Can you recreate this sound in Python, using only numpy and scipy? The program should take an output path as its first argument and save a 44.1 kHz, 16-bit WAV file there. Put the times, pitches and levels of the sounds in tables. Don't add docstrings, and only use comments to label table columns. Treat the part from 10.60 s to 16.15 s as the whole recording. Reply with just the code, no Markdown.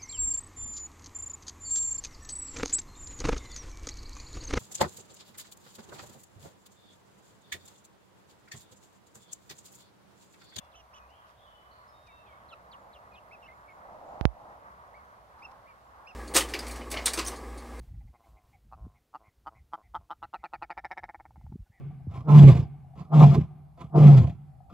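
import sys
import numpy as np
from scipy import signal
from scipy.fft import rfft, irfft, next_fast_len
from scipy.io import wavfile
from scipy.ndimage import map_coordinates

SR = 44100
rng = np.random.default_rng(int(sys.argv[2]) if len(sys.argv) > 2 else 0)


def unload_audio(sound):
    columns = np.transpose(np.atleast_2d(sound))
    steps = np.round(np.clip(columns, -1, 1) * 32767)
    wavfile.write(sys.argv[1], SR, steps.astype(np.int16))


N = 244755


def amp(db):
    return 10 ** (np.asarray(db) / 20)


def unit(x):
    return x / np.sqrt(np.mean(x ** 2) + 1e-20)


def along(points, hz):
    point_hz, values = np.transpose(points)
    return np.interp(np.log(hz + 1), np.log(point_hz + 1), values)


def wobble(rate, size=N):
    knots = rng.standard_normal(int(size * rate / SR) + 4)
    return map_coordinates(knots, [np.arange(size) * rate / SR])


def filtered(x, response):
    m = next_fast_len(N + SR // 2)
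    hz = np.fft.rfftfreq(m, 1 / SR)
    return irfft(rfft(x, m) * response(hz), m)[..., :N]


def add(track, start_s, sound):
    part = track[..., max(round(start_s * SR), 0):][..., :sound.shape[-1]]
    part += sound[..., :part.shape[-1]]


def progress(length):
    return np.linspace(0, 1, int(length * SR))


def swell(size, rise, fall):
    u = np.linspace(0, 1, size)
    return np.sin(np.pi / 2 * np.clip(np.minimum(u / rise, (1 - u) / fall), 0, 1))


# frequency in Hz, likeness from 0 to 1.
LIKENESS = [(60, 0.9), (200, 0.71), (500, 0.6), (1000, 0.64), (2000, 1), (4000, 0), (10000, 0.036)]


def rush(spectrum):
    def mid_side_response(hz):
        angle = np.arccos(np.clip(along(LIKENESS, hz), -1, 1)) / 2
        skirt = 1 / (1 + (hz / 2 / spectrum[-1][0]) ** 8)
        return skirt * amp(along(spectrum, hz)) * [np.cos(angle), np.sin(angle)]

    mid, side = filtered(rng.standard_normal((2, N)), mid_side_response)
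    return unit(np.array([mid + side, mid - side]))


def echoes(x, decay):
    hz, t, z = signal.stft(rng.standard_normal((2, SR)), SR, nperseg=256)
    fading = amp(-60 * t / along(decay, hz)[:, None])
    tail = signal.istft(z * fading, SR, nperseg=256)[1]
    return signal.fftconvolve(x, tail / np.linalg.norm(tail[0]), axes=1)[:, :N]


def peep(hz, db, fade_db, overtone_db, rough, lag, flutter_hz=330, waver=0.0096):
    n = len(hz)
    phase = 2 * np.pi * np.cumsum(hz * (1 + waver * wobble(287, n))) / SR
    flutter_phase = 2 * np.pi * np.cumsum(flutter_hz * (1 + 0.31 * wobble(119.0, n))) / SR
    flutter = rough * np.sin(flutter_phase)
    ears = phase + flutter - np.array([[0], [lag]])
    tone = np.sin(ears) + amp(overtone_db) * np.sin(2 * ears)
    level_db = db - fade_db * np.linspace(0, 1, n) + 2.9 * wobble(112, n)
    return unit(tone * (1 + flutter)) * amp(level_db) * swell(n, rise=0.26, fall=0.18)


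# start in seconds, length in seconds, crest in Hz,
# opening level in dB before placing, fade in dB, overtone in dB, roughness from 0 to 1, right lag in radians.
ARCHED_PEEPS = [ (0.139, 0.078, 3060, -61.5, 2.5, -8, 0.5, 1.42), (0.33, 0.067, 3020, -60, 4, -7, 0.7, 1.2),
                (2.709, 0.052, 2660, -51.5, 1.5, -22, 0.03, 1.15),
                (4.335, 0.083, 2284, -53.5, 20, -19, .08, -.7),
                (4.819, .053, 2756, -49.5, 4, -16.5, 0, 0.94), (5.06, 0.072, 2420, -60, 5, -20, .45, -0.92),
                (5.463, 0.059, 2810, -50.5, 4, -14.5, .1, -0.98)]


def arched_peeps(crest_s=.025, scoop=.28, sag=.115):
    out = np.zeros((2, N))
    for s, length, crest_hz, db, fade_db, overtone_db, rough, lag in ARCHED_PEEPS:
        t = progress(length) * length - crest_s
        before = scoop * (t / crest_s) ** 2
        after = sag * (t / (length - crest_s)) ** 2
        hz = crest_hz * (1 - np.where(t < 0, before, after))
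        add(out, s, peep(hz, db, fade_db, overtone_db, rough, lag))
    return out


# start in seconds, length in seconds, start in Hz,
# final pitch in Hz, opening level in dB before placing, right lag in radians.
FALLING_PEEPS = [(0.116, 0.044, 4050, 2600, -64.5, 1.5), (1.886, 0.064, 4200, 2750, -57.5, 1.45),
                 (2.112, .045, 4680, 2780, -57.5, 1.1), (2.328, .053, 4200, 2700, -59.5, 0.93),
                 (2.536, 0.062, 4255, 2760, -62.5, -1.1)]


def falling_peeps(span=0.42):
    out = np.zeros((2, N))
    for s, length, start_hz, final_hz, db, lag in FALLING_PEEPS:
        hz = final_hz + (start_hz - final_hz) * np.exp(-(progress(length) / span) ** 2)
        add(out, s, peep(hz, db, fade_db=2.5, overtone_db=-21, rough=0.35, lag=lag))
    return out


# start in seconds, length in seconds, lowest pitch in Hz,
# moment of the lowest pitch from 0 to 1, bend as a share of the pitch,
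# opening level in dB before placing, right lag in radians.
DIPPING_PEEPS = [ (1.465, .068, 2200, 0.9, 0.23, -64.5, .6), (1.652, 0.091, 2205, 0.93, 0.26, -64.5, .45),
                 (1.749, .04, 2210, .3, 0.28, -72, .3), (2.514, 0.079, 2454, 0.36, 0.42, -61.5, -0.72),
                 (2.822, 0.054, 2620, .48, 0.61, -58, 0.75), (2.872, .066, 2075, 0.49, 0.37, -57, -0.68),
                 (3.078, 0.052, 2180, 0.88, 0.077, -56, -0.27)]


def dipping_peeps():
    out = np.zeros((2, N))
    for s, length, low_hz, turn, bend, db, lag in DIPPING_PEEPS:
        hz = low_hz * (1 + bend * (progress(length) - turn) ** 2)
        overtone_db = -21.5 + .02 * (low_hz - 2530)
        add(out, s, peep(hz, db, fade_db=2.5, overtone_db=overtone_db, rough=0.24, lag=lag))
    return out


BROKEN_PARTIALS_DB = [2, 1.5, -8.5, -23]
# start in seconds, length in seconds, start in Hz, end in Hz,
# level in dB before placing.
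BROKEN_PEEPS = [(0.144, 0.013, 1380, 1290, -64), (1.922, .020, 1423, 1262, -50)]


def broken_peeps():
    out = np.zeros((2, N))
    for s, length, start_hz, end_hz, db in BROKEN_PEEPS:
        n = int(length * SR)
        phase = 2 * np.pi * np.cumsum(np.linspace(start_hz, end_hz, n)) / SR
        tone = sum(amp(level) * np.sin((k + 1) * phase) for k, level in enumerate(BROKEN_PARTIALS_DB))
        add(out, s, amp(db) * unit(tone * swell(n, rise=0.81, fall=0.21)))
    return out


# frequency in Hz, time to fall by 60 dB in seconds.
YARD_DECAY = [(500, 0.33), (3000, 0.17), (10000, 0.92)]


def chicks():
    peeps = arched_peeps() + falling_peeps() + dipping_peeps() + broken_peeps()
    placed = peeps * amp([[-1.5], [.8]])
    return placed + amp(-11.0) * echoes(placed, YARD_DECAY)


# start in seconds, length in seconds,
# level in dB before the envelope and crackle.
STRAW_STROKES = [(0.026, 0.043, -71), (0.496, 0.022, -71), (0.655, 0.074, -69.5), (1.461, .02, -65),
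                 (4.78, .04, -71), (4.911, 0.011, -63.5)]
# frequency in Hz, relative density in dB per Hz.
STRAW_COLOUR = [(800, -25), (2500, 0), (5500, -2), (8000, -14), (15000, -23)]


def straw():
    strokes = np.zeros(N)
    for s, length, db in STRAW_STROKES:
        add(strokes, s, amp(db) * swell(int(length * SR), rise=0.6, fall=0.62))
    crackle = unit(rush(STRAW_COLOUR) * amp(2.9 * wobble(500)))
    return strokes * crackle


# start in seconds, step in dB before the low cut.
POP_STEPS = [(3.6112, -12.5), (3.6538, -0.5)]
# frequency in Hz, width in Hz.
LOW_CUT = [(53.7, 18.4), (89.9, 116)]


def pops(rise_s=0.00012):
    t = np.arange(N) / SR
    volts = sum(amp(db) * np.clip((t - s) / rise_s, 0, 1) for s, db in POP_STEPS)
    for hz, width in LOW_CUT:
        resonance = [1, 2 * np.pi * width, (2 * np.pi * hz) ** 2]
        b, a = signal.bilinear([1, 0, 0], resonance, SR)
        volts = signal.lfilter(b, a, volts)
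    return np.array([np.zeros(N), volts])


def whistle(length, start_hz, end_hz, waver_hz):
    n = int(length * SR)
    hz = np.linspace(start_hz, end_hz, n) + waver_hz * wobble(309.5, n)
    return unit(np.sin(2 * np.pi * np.cumsum(hz) / SR) * swell(n, rise=0.11, fall=0.69))


# start in seconds, length in seconds, start in Hz, end in Hz,
# level in dB before the mix of direct sound and echo, waver depth in Hz.
SONG_PHRASE = [ (0, 0.016, 2880, 2600, -61, 12), (0, 0.041, 3390, 3445, -65.5, 29),
               (0.378, 0.11, 2510, 2470, -68.5, 60), (0.485, .09, 2695, 3385, -63, 10),
               (0.567, 0.051, 3350, 3160, -67.5, 36), (0.766, 0.17, 3540, 3190, -64.5, 123),
               (0.86, .16, 3028, 2978, -61.5, 11), (1.109, 0.042, 4340, 4110, -63, 185),
               (1.275, .05, 5160, 5120, -68, 200), (1.325, 0.27, 3695, 3705, -65, 2),
               (1.495, .1, 2654, 2704, -62, 7.6), (1.661, 0.069, 3320, 3090, -66, 123)]
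# start in seconds, start in Hz, level in dB before the same mix.
HIGH_SLURS = [(2.18, 7400, -80), (2.94, 7400, -83), (3.1, 7160, -80), (3.45, 7330, -76), (4.26, 6700, -86),
              (4.43, 6380, -81), (5.21, 7700, -79)]
# frequency in Hz, time to fall by 60 dB in seconds.
TREE_DECAY = [(500, 0.65), (3000, 1), (5000, 0.8), (7000, 0.38)]


def songbirds(slur_s=.1, slur_fall_hz_per_s=6000):
    out = np.zeros((2, N))
    for s, length, start_hz, end_hz, db, waver_hz in SONG_PHRASE:
        add(out, s, amp(db) * whistle(length, start_hz, end_hz, waver_hz))
    for s, start_hz, db in HIGH_SLURS:
        end_hz = start_hz - slur_fall_hz_per_s * slur_s
        add(out, s, amp(db) * whistle(slur_s, start_hz, end_hz, waver_hz=30))
    return amp(-10.0) * out + amp(-8.0) * echoes(out, TREE_DECAY)


# crest in seconds, half-length in seconds, centre in Hz,
# crest level in dB before placing.
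ROAR_SURGES = [(3.18, 0.027, 910, -56), (3.335, 0.13, 750, -50.5), (3.547, 0.16, 813, -46),
               (3.857, 0.13, 830, -50.5), (4.891, 0.14, 1085, -53.5), (5.44, 0.18, 1070, -55.5)]
# multiple of the centre frequency, relative density in dB per Hz.
SURGE_SHAPE = [(.55, -13.5), (.76, 1), (1, 1.5), (1.17, -5), (1.45, -10.5), (2.2, -30), (5, -41)]


def surges():
    t = np.arange(N) / SR
    out = np.zeros((2, N))
    for crest_s, half_s, centre_hz, db in ROAR_SURGES:
        bump = np.exp(-((t - crest_s) / half_s) ** 2)
        out += amp(db) * bump * rush(np.array(SURGE_SHAPE) * [centre_hz, 1])
    return out


def from_left(x, lead_s):
    sides = np.array([[1], [-1]])
    return filtered(x, lambda hz: np.exp(1j * np.pi * hz * lead_s * sides))


# time in seconds, road level in dB that drives the layers.
ROAD_LEVEL = [
    [(0.1, -64.5), (0.29, -64), (1.42, -62), (1.99, -56.5), (3.1, -57)],
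    [(4.1, -56.5), (4.434, -59), (4.862, -59), (5.326, -61), (5.55, -63.5)],
]
# frequency in Hz, relative density in dB per Hz.
ENGINE_COLOUR = [(60, -32), (105, 2), (155, -6.5), (192, 0.5), (230, -6.5), (300, -7), (400, -6.5),
                 (600, -10)]
LOW_ROAR_COLOUR = [(300, -25), (460, -9.5), (590, 0), (690, -0.5), (780, -1.5), (1000, -7), (1400, -29)]
HIGH_ROAR_COLOUR = [(600, -31), (800, -14.5), (950, 0.5), (1130, 2), (1450, -5.5), (2000, -12.5),
                    (3000, -45), (6000, -43)]


def traffic(low_lead_s=0.00013, high_lead_s=0.00032, usual_db=-61):
    s, road_db = np.vstack(ROAD_LEVEL).T
    swell_db = np.interp(np.arange(N) / SR, s, road_db) - usual_db
    engine_db = -68.5 + .8 * swell_db
    low_db = -61 + 0.65 * swell_db + 1.24 * wobble(12)
    high_db = -58.5 + .5 * swell_db + 2.0 * wobble(13)
    low = amp(engine_db) * rush(ENGINE_COLOUR) + amp(low_db) * rush(LOW_ROAR_COLOUR)
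    high = amp(high_db) * rush(HIGH_ROAR_COLOUR)
    road = from_left(low + surges(), low_lead_s) + from_left(high, high_lead_s)
    return road * amp([[-.6], [.6]])


# frequency in Hz, relative density in dB per Hz.
RUMBLE_COLOUR = [(20, -22), (40, -16), (62, 4), (85, -6.5), (140, -14.5), (400, -55)]
HISS_COLOUR = [(300, 2), (1500, 9), (2500, 4.5), (4000, 1.5), (6000, -3.5), (8000, -7), (12000, -5.5),
               (15500, -10)]


def rumble_and_hiss():
    return amp(-66.5) * rush(RUMBLE_COLOUR) + amp(-69.5) * rush(HISS_COLOUR)


def scene():
    return chicks() + straw() + pops() + songbirds() + traffic() + rumble_and_hiss()


def record(dry, limit_db=-10, release_s=0.022, lag_s=0.033, top_hz=15750):
    t = np.arange(N) / SR
    peak_db = 20 * np.log10(np.abs(dry).max(0) + 1e-9)
    excess_db = np.maximum(peak_db - limit_db, 0)
    held_db = np.maximum.accumulate(excess_db * np.exp(t / release_s)) * np.exp(-t / release_s)
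    lag = np.exp(-1 / (lag_s * SR))
    duck_db = signal.lfilter([1 - lag], [1, -lag], held_db)
    return filtered(dry * amp(-duck_db), lambda hz: hz < top_hz)


dry = scene()
out = record(dry)
unload_audio(out)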